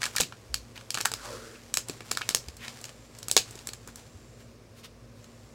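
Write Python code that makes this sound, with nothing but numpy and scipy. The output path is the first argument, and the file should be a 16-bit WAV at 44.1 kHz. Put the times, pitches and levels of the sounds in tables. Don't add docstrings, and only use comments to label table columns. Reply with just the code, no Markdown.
import sys
import numpy as np
from scipy import signal
from scipy.fft import rfft, irfft
from scipy.io import wavfile
from scipy.ndimage import uniform_filter1d

SR = 44100
rng = np.random.default_rng(int(sys.argv[2]) if len(sys.argv) > 2 else 0)


def inscribe(sig):
    pcm = np.round(np.clip(np.atleast_2d(sig).T, -1, 1) * 32767)
    wavfile.write(sys.argv[1], SR, pcm.astype(np.int16))


N = 244314
TIME = np.arange(N) / SR

# freq_hz, density_db
SLIP_SPECTRUM = [(900, -6.5), (1900, 0.5), (3200, -2), (4900, -0.5), (7700, -4), (10000, -10),
                 (16000, -22.5)]


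def amp(db):
    return 10 ** (np.asarray(db) / 20)


def unit(x):
    return x / np.sqrt(np.mean(x ** 2) + 1e-20)


def read(points, hz):
    freq_hz, value = np.transpose(points)
    return np.interp(np.log(hz + 1), np.log(freq_hz + 1), value)


def curve(points):
    return np.interp(TIME, *np.transpose(points))


def add(mix, start_s, sound):
    part = mix[max(round(start_s * SR), 0):][:len(sound)]
    part += sound[:len(part)]


def coloured(x, spectrum):
    gain = amp(read(spectrum, np.fft.rfftfreq(len(x), 1 / SR)))
    return unit(irfft(rfft(x) * gain, len(x)))


def minimum_phase(gain_db):
    log_gain = np.log(amp(np.r_[gain_db, gain_db[-2:0:-1]]))
    return np.exp(np.conj(signal.hilbert(log_gain)))[:len(gain_db)]


def resonate(x, hz, width_hz, stages=1):
    turn = np.exp(2j * np.pi * np.cumsum(hz * np.ones(len(x))) / SR)
    pole = np.exp(-np.pi * width_hz / SR)
    for _ in range(stages):
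        x = 2 * (turn * signal.lfilter([1 - pole], [1, -pole], x / turn + 1e-18)).real
    return unit(x)


def drift(rate_hz):
    points = rng.standard_normal(200)
    return unit(np.interp(TIME * rate_hz * 2, np.arange(len(points)), points))


def slips(per_s, spread_db):
    size = amp(spread_db * np.minimum(rng.exponential(1, N), 4))
    return unit(size * rng.choice([-1, 1], N) * (rng.random(N) < per_s / SR))


def panel_flip(bands_db, rattle_s, panel_hz, smooth_bins, kick=0.47, panel_db=6, size=1024):
    bands_hz = [400, 1350, 2700, 5500, 12000]
    # centre_hz, width_hz, gain_db
    cup_resonances = [(1130, 97, 1), (1690, 83, 2), (2025, 170, -9), (3460, 460, -2), (4030, 530, 0.5),
                      (5150, 333, -1.5), (6100, 740, -1.5), (6600, 310, 3), (7740, 740, 4)]
    # freq_hz, gain_db
    radiation = [(30, -7.5), (150, -0.5), (400, 3), (620, -0.5),
                 (1100, 0), (8000, -1), (11000, -1.5), (16000, -10)]
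    hz = np.fft.rfftfreq(size, 1 / SR)
    waves = rng.standard_normal(size) * np.exp(-TIME[:size] / rattle_s)
    spectrum = kick + rfft(waves / np.linalg.norm(waves))
    spectrum /= np.sqrt(uniform_filter1d(abs(spectrum) ** 2, smooth_bins))
    colour_db = read(list(zip(bands_hz, bands_db)), hz)
    colour_db += panel_db / (1 + ((hz - panel_hz) / (150 + 0.047 * panel_hz)) ** 2)
    colour_db += sum(db * np.exp(-2 * ((hz - f) / width) ** 2) for f, width, db in cup_resonances)
    colour_db += read(radiation, hz)
    return irfft(spectrum * minimum_phase(colour_db))


def film_snaps(send_db=0.47):
    # start_s, strength_db, thud_db, clack_db, edge_db, panel_hz
    snaps = [(0.0182, -1, -13, -0.5, -5, 1540), (0.0314, 2.5, -12, 1, -5, 1770),
             (.0382, 0, -25, 5, 0, 5140), (0.0404, -0.5, -31, 3, -4, 1880),
             (0.0552, 2, -11, -7, -4.5, 7700), (0.0634, -4, -25, 8.5, 0, 1590),
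             (.1532, -14.5, -2, 10.5, 1, 890), (.163, 5.5, -17, -14, 4.5, 5030),
             (.167, 0, -20, 10, -3, 4050), (0.183, 5.5, -25, -2.5, -2, 1720),
             (0.2012, 4, 5.5, -5, -5, 7500), (.205, 6.5, 0.5, -4, -2.5, 6360),
             (.209, 7, -33, -4, 5.5, 7500), (.2155, 4.5, -24, -6, -3, 3830),
             (0.2336, -2, -15, -11, -7.5, 2710), (.3236, -19, -4, 12, -7.5, 1370),
             (0.5425, 7, -25, -6.5, -0.5, 4310), (.777, -14.5, 1, 3.5, -7, 3530),
             (.8109, -20, -9, 3, -6, 1390), (0.9052, 3.5, -14, -15.5, -1, 4770),
             (0.9442, 3, -16, -7, -2.5, 7470), (.951, -3, -3.5, 2, -2, 4200),
             (0.9737, -2.5, -1.5, 7, -4, 1650), (0.985, -5, -5, -1, 2, 2600),
             (1.0054, -3, -2, 4.5, -2, 2530), (1.0115, 2.5, -19, -4, 1, 5580),
             (1.052, -1, -13, 7, -1, 6540), (1.0557, 10, -12, 5.5, 2.5, 1560),
             (1.1168, -2.5, 2, -1, -1, 7580), (1.138, 2, -6.5, -3, 0, 5030),
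             (1.7407, 7, -29, -7, 2.5, 7700), (1.7721, 9.5, -8.5, -4.5, 1, 7000),
             (1.8854, -9.5, -8, 2, 5.5, 7850), (1.897, -4, 8, -5.5, -3, 7840),
             (2.0066, -15, 8, 8.5, -4, 2490), (2.113, 2.5, -8, -9, 1, 4600),
             (2.1156, 3.5, -4, 0.5, 1.5, 7100), (2.151, -9, 2, -14, -6, 4810), (2.1728, 2, -21, 8, 0, 4900),
             (2.212, -16, 2, 20, 2, 4700), (2.217, -6, -4, 7.5, -10, 2600), (2.2907, 9, -13, -1.5, 1, 5100),
             (2.308, -6, 2, -3, -6, 4710), (2.348, 13, -6.5, -10.5, 2, 5400),
             (2.4848, -9.5, 3, -4.5, -1.5, 4900), (2.568, -16, -14, -6, 5, 4150),
             (2.681, -5.5, -4, -4, -7.5, 5440), (2.814, -16, 2, -14, 4, 7750),
             (2.8417, -6.5, -16, -3, -2.5, 6700), (2.854, -10.5, -6, -13, -2.5, 6560),
             (2.8928, -18, 7, 1.5, -1, 2856), (3.187, -13.5, -18, -16, 4, 7850),
             (3.2292, -8.5, 0, -9, 0, 5390), (3.284, -2, -4.5, -2, 5.5, 8100),
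             (3.299, -13, -1, 2, -6, 3890), (3.3136, 10.5, -8, -19, 0.5, 8400),
             (3.366, 15.5, -6.5, -4, -2.5, 6680), (3.3676, 15.5, -6.5, -6, 0.5, 4390),
             (3.376, 12.5, -26, -13, -5, 6660), (3.5097, -14, 4, -21, 5, 8000),
             (3.5548, -14, 7, -17, -1, 7100), (3.59, -13.5, -6, -15, -4, 3830),
             (3.672, -3, -14, -4.5, 4, 8300), (3.689, -6, -3, -5, -2, 4460),
             (3.7342, -7, -12, -6, -1, 7400), (3.8751, -16, 9, 3.5, 8, 7140),
             (3.9583, -13, -5.5, -8, 6, 5900), (5.243, -22, -10.5, 2, -1.5, 6600)]
    out = np.zeros(N)
    for start_s, strength_db, thud_db, clack_db, edge_db, panel_hz in snaps:
        bite_db = -1.9 + 0.26 * clack_db - edge_db
        fizz_db = -9 + edge_db
        bands_db = [thud_db, clack_db, bite_db, 0, fizz_db]
        rattle_s = 0.002 * np.exp(-0.02 * strength_db)
        direct = panel_flip(bands_db, rattle_s, panel_hz, smooth_bins=61)
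        off_axis = panel_flip(bands_db, rattle_s, panel_hz, smooth_bins=9)
        add(out, start_s, amp(strength_db) * direct)
        add(out, start_s, amp(strength_db + send_db) * signal.fftconvolve(off_axis, room()))
    return out


def seal_peel(free_s=1.265, lift_s=0.012, grow_s=0.09, flap_start_hz=555, flap_end_hz=417):
    # time_s, level_db
    pull_points = [(1.17, -10.5), (1.25, 2), (1.36, -1.5), (1.395, -5.5), (1.455, -5.5), (1.57, -13),
                   (1.62, -29)]
    # time_s, pitch_hz
    hollow_points = [(1.2, 1520), (1.255, 997), (1.29, 900), (1.365, 1190), (1.46, 1400)]
    pull = amp(curve(pull_points)) * (TIME > pull_points[0][0]) * (TIME < pull_points[-1][0])
    since_s = TIME - free_s
    free = 0.5 + 0.5 * np.tanh(since_s / lift_s)
    flap_hz = flap_end_hz + (flap_start_hz - flap_end_hz) * np.exp(-np.maximum(since_s, 0) / grow_s)
    drive = slips(per_s=2500, spread_db=2)
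    flap = resonate(resonate(drive, flap_hz, width_hz=140), flap_hz, width_hz=380)
    hollow_hz = curve(hollow_points)
    hollow = resonate(resonate(drive, hollow_hz, width_hz=750), hollow_hz, width_hz=1000)
    fizz = coloured(drive, SLIP_SPECTRUM)
    return pull * (amp(-44.5) * free * flap + amp(-48) * hollow + amp(-46.5) * fizz)


def wall_knocks():
    # pitch_hz, level_db, t60_s
    modes = [(404, -29, 0.061), (468, -26, .05), (750, -33, 0.093), (1106, -27, .05), (2520, -33, 0.14),
             (3480, -29, 0.12), (3600, -29.5, 0.088), (4000, -29.5, .08), (4324, -23.5, .1),
             (4440, -26, 0.064), (5100, -27, 0.11), (5700, -31, 0.08), (6620, -23, 0.095)]
    # start_s, gain_db
    knocks = [(0.206, -18), (1.897, -28), (3.366, 0.5)]
    out, t = np.zeros(N), TIME[:SR // 5]
    ring = sum(amp(db - 60 * t / t60_s) * np.cos(2 * np.pi * hz * t) for hz, db, t60_s in modes)
    for start_s, gain_db in knocks:
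        add(out, start_s, amp(gain_db) * ring)
    return out


def creasing(rise_s=0.018, sag_db=-5, release_s=0.031, grip_db=-62, grip_end_s=4.1):
    # start_s, length_s, level_db
    flexes = [(0, 0.083, -42), (0.121, .08, -46.5), (0.764, 0.11, -60), (0.936, .06, -44),
              (1.145, 0.61, -55), (1.864, 0.12, -51), (2.037, 0.44, -52), (2.63, .27, -50.5),
              (3.136, 0.32, -57), (3.44, 0.27, -53.5), (3.875, 0.028, -55), (3.96, 0.045, -51.5),
              (4.044, 0.48, -63), (5.141, 0.48, -63)]
    # freq_hz, density_db
    spectrum = [(200, -11.5), (700, 5.5), (1300, 3), (2500, 0), (5000, -0.5), (7500, -1.5), (9500, -7),
                (15500, -15.5)]
    power = amp(grip_db) ** 2 * np.clip((grip_end_s - TIME) / release_s, 0, 1)
    for start_s, length_s, level_db in flexes:
        t = TIME - start_s
        rise = np.clip(t / rise_s, 0, 1)
        sag = amp(sag_db * np.clip(t / length_s, 0, 1))
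        release = np.exp(-np.clip((t - length_s) / release_s, 0, 20))
        power += (amp(level_db) * rise * sag * release) ** 2
    ticks = amp(-7.5) * coloured(slips(per_s=32, spread_db=1), SLIP_SPECTRUM)
    creases = coloured(slips(per_s=2200, spread_db=0.5), spectrum)
    return np.sqrt(power) * (creases + ticks)


def swell(length_s):
    return np.exp(-8 * np.linspace(-1, 1, int(2 * length_s * SR)) ** 2)


def finger_rubs():
    # middle_s, length_s, level_db, centre_hz, width_hz
    strokes = [(0.764, 0.023, -43.5, 2320, 2500), (0.98, 0.021, -40, 1590, 900),
               (1.557, 0.026, -52.5, 2600, 500), (2.638, 0.097, -43.5, 2180, 1500),
               (3.887, 0.032, -52.5, 1366, 1147), (4.41, 0.048, -56, 2540, 5000),
               (4.789, 0.087, -56.5, 4460, 8030), (4.85, 0.039, -45, 2900, 3220)]
    out = np.zeros(N)
    grit = coloured(slips(per_s=3700, spread_db=-3), [(300, -22), (1200, 5), (7000, 1), (16000, -2)])
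    for middle_s, length_s, level_db, centre_hz, width_hz in strokes:
        envelope = swell(length_s)
        friction = resonate(grit[int(middle_s * SR):][:len(envelope)], centre_hz, width_hz)
        add(out, middle_s - length_s, amp(level_db) * envelope * friction)
    return out


def hand_bumps():
    # middle_s, length_s, peak_db, pitch_hz
    bumps = [(0.204, 0.044, -41, 158.5), (0.521, .08, -37.5, 57.4), (0.6, 0.098, -42, 55),
             (1.898, 0.023, -42.5, 254), (2.488, 0.05, -40.5, 71), (4.16, 0.023, -39, 85)]
    out = np.zeros(N)
    for middle_s, length_s, peak_db, pitch_hz in bumps:
        envelope = swell(length_s)
        tone = np.sin(2 * np.pi * (pitch_hz * TIME[:len(envelope)] + rng.random()))
        add(out, middle_s - length_s, amp(peak_db) * envelope * tone)
    return out


def room(tail_db=-10, build_s=0.0068):
    # freq_hz, t60_s
    decay = [(200, 0.32), (1000, 0.16), (4000, 0.18), (8000, 0.18), (15000, 0.13)]
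    # delay_s, gain
    echoes = [(.0088, .07), (0.0097, 0.079), (0.011, .1), (0.0114, 0.089), (0.0157, .08), (0.018, 0.067)]
    t = TIME[:SR // 4]
    hz, frame_s, frames = signal.stft(rng.standard_normal(len(t)), SR, nperseg=128)
    frames *= amp(-60 * frame_s / read(decay, hz)[:, None])
    response = signal.istft(frames, SR, nperseg=128)[1][:len(t)]
    response = coloured(response, [(200, 0.5), (1500, -1), (4500, 1.5), (7500, 1), (10000, -1), (16000, 6)])
    response *= np.clip(t / build_s, 0, 1) ** 2
    response *= amp(tail_db) / np.linalg.norm(response)
    for delay_s, gain in echoes:
        response[round(delay_s * SR)] += gain
    return response


def fan(air_db=-54):
    # pitch_hz, level_db
    tones = [(54, -62), (55.6, -68), (107.7, -60), (120, -58.5), (234, -62)]
    # freq_hz, density_db
    air_spectrum = [(15, -41.5), (25, -22), (117, 0), (170, -10), (242, -7), (309, -10.5), (531, -8),
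                    (863, -22.5), (1100, -18), (1400, -22.5), (2760, -25), (3080, -29.5), (5430, -26),
                    (14800, -42.5), (16000, -42)]
    hum = np.zeros(N)
    for pitch_hz, level_db in tones:
        waver = 1 + 0.34 * drift(rate_hz=5)
        wander_rad = 0.0033 * pitch_hz * drift(rate_hz=1.8)
        hum += amp(level_db) * unit(waver * np.sin(2 * np.pi * pitch_hz * TIME + wander_rad))
    return hum + amp(air_db) * coloured(rng.standard_normal(N), air_spectrum)


def hiss(fade_s=0.059):
    # start_s, end_s, level_db
    spells = [(1.8, 4.5, -68.5), (5.17, 5.7, -71.5)]
    envelope = sum(amp(level_db) * np.clip(np.minimum(TIME - start_s, end_s - TIME) / fade_s, 0, 1)
                   for start_s, end_s, level_db in spells)
    return envelope * resonate(rng.standard_normal(N), hz=7350, width_hz=750, stages=2)


def scene():
    soft = seal_peel() + creasing() + finger_rubs() + hand_bumps()
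    sharp = film_snaps() + wall_knocks()
    soft_reverb = signal.fftconvolve(soft, room())[:N]
    return (sharp + soft + soft_reverb + fan() + hiss())[None]


def record(dry, ceiling=0.88, cutoff_hz=16000):
    lowpass = signal.firwin(255, cutoff_hz, window=("kaiser", 8), fs=SR)
    return signal.oaconvolve(np.clip(dry, -ceiling, ceiling), lowpass[None], "same")


dry = scene()
out = record(dry)
inscribe(out)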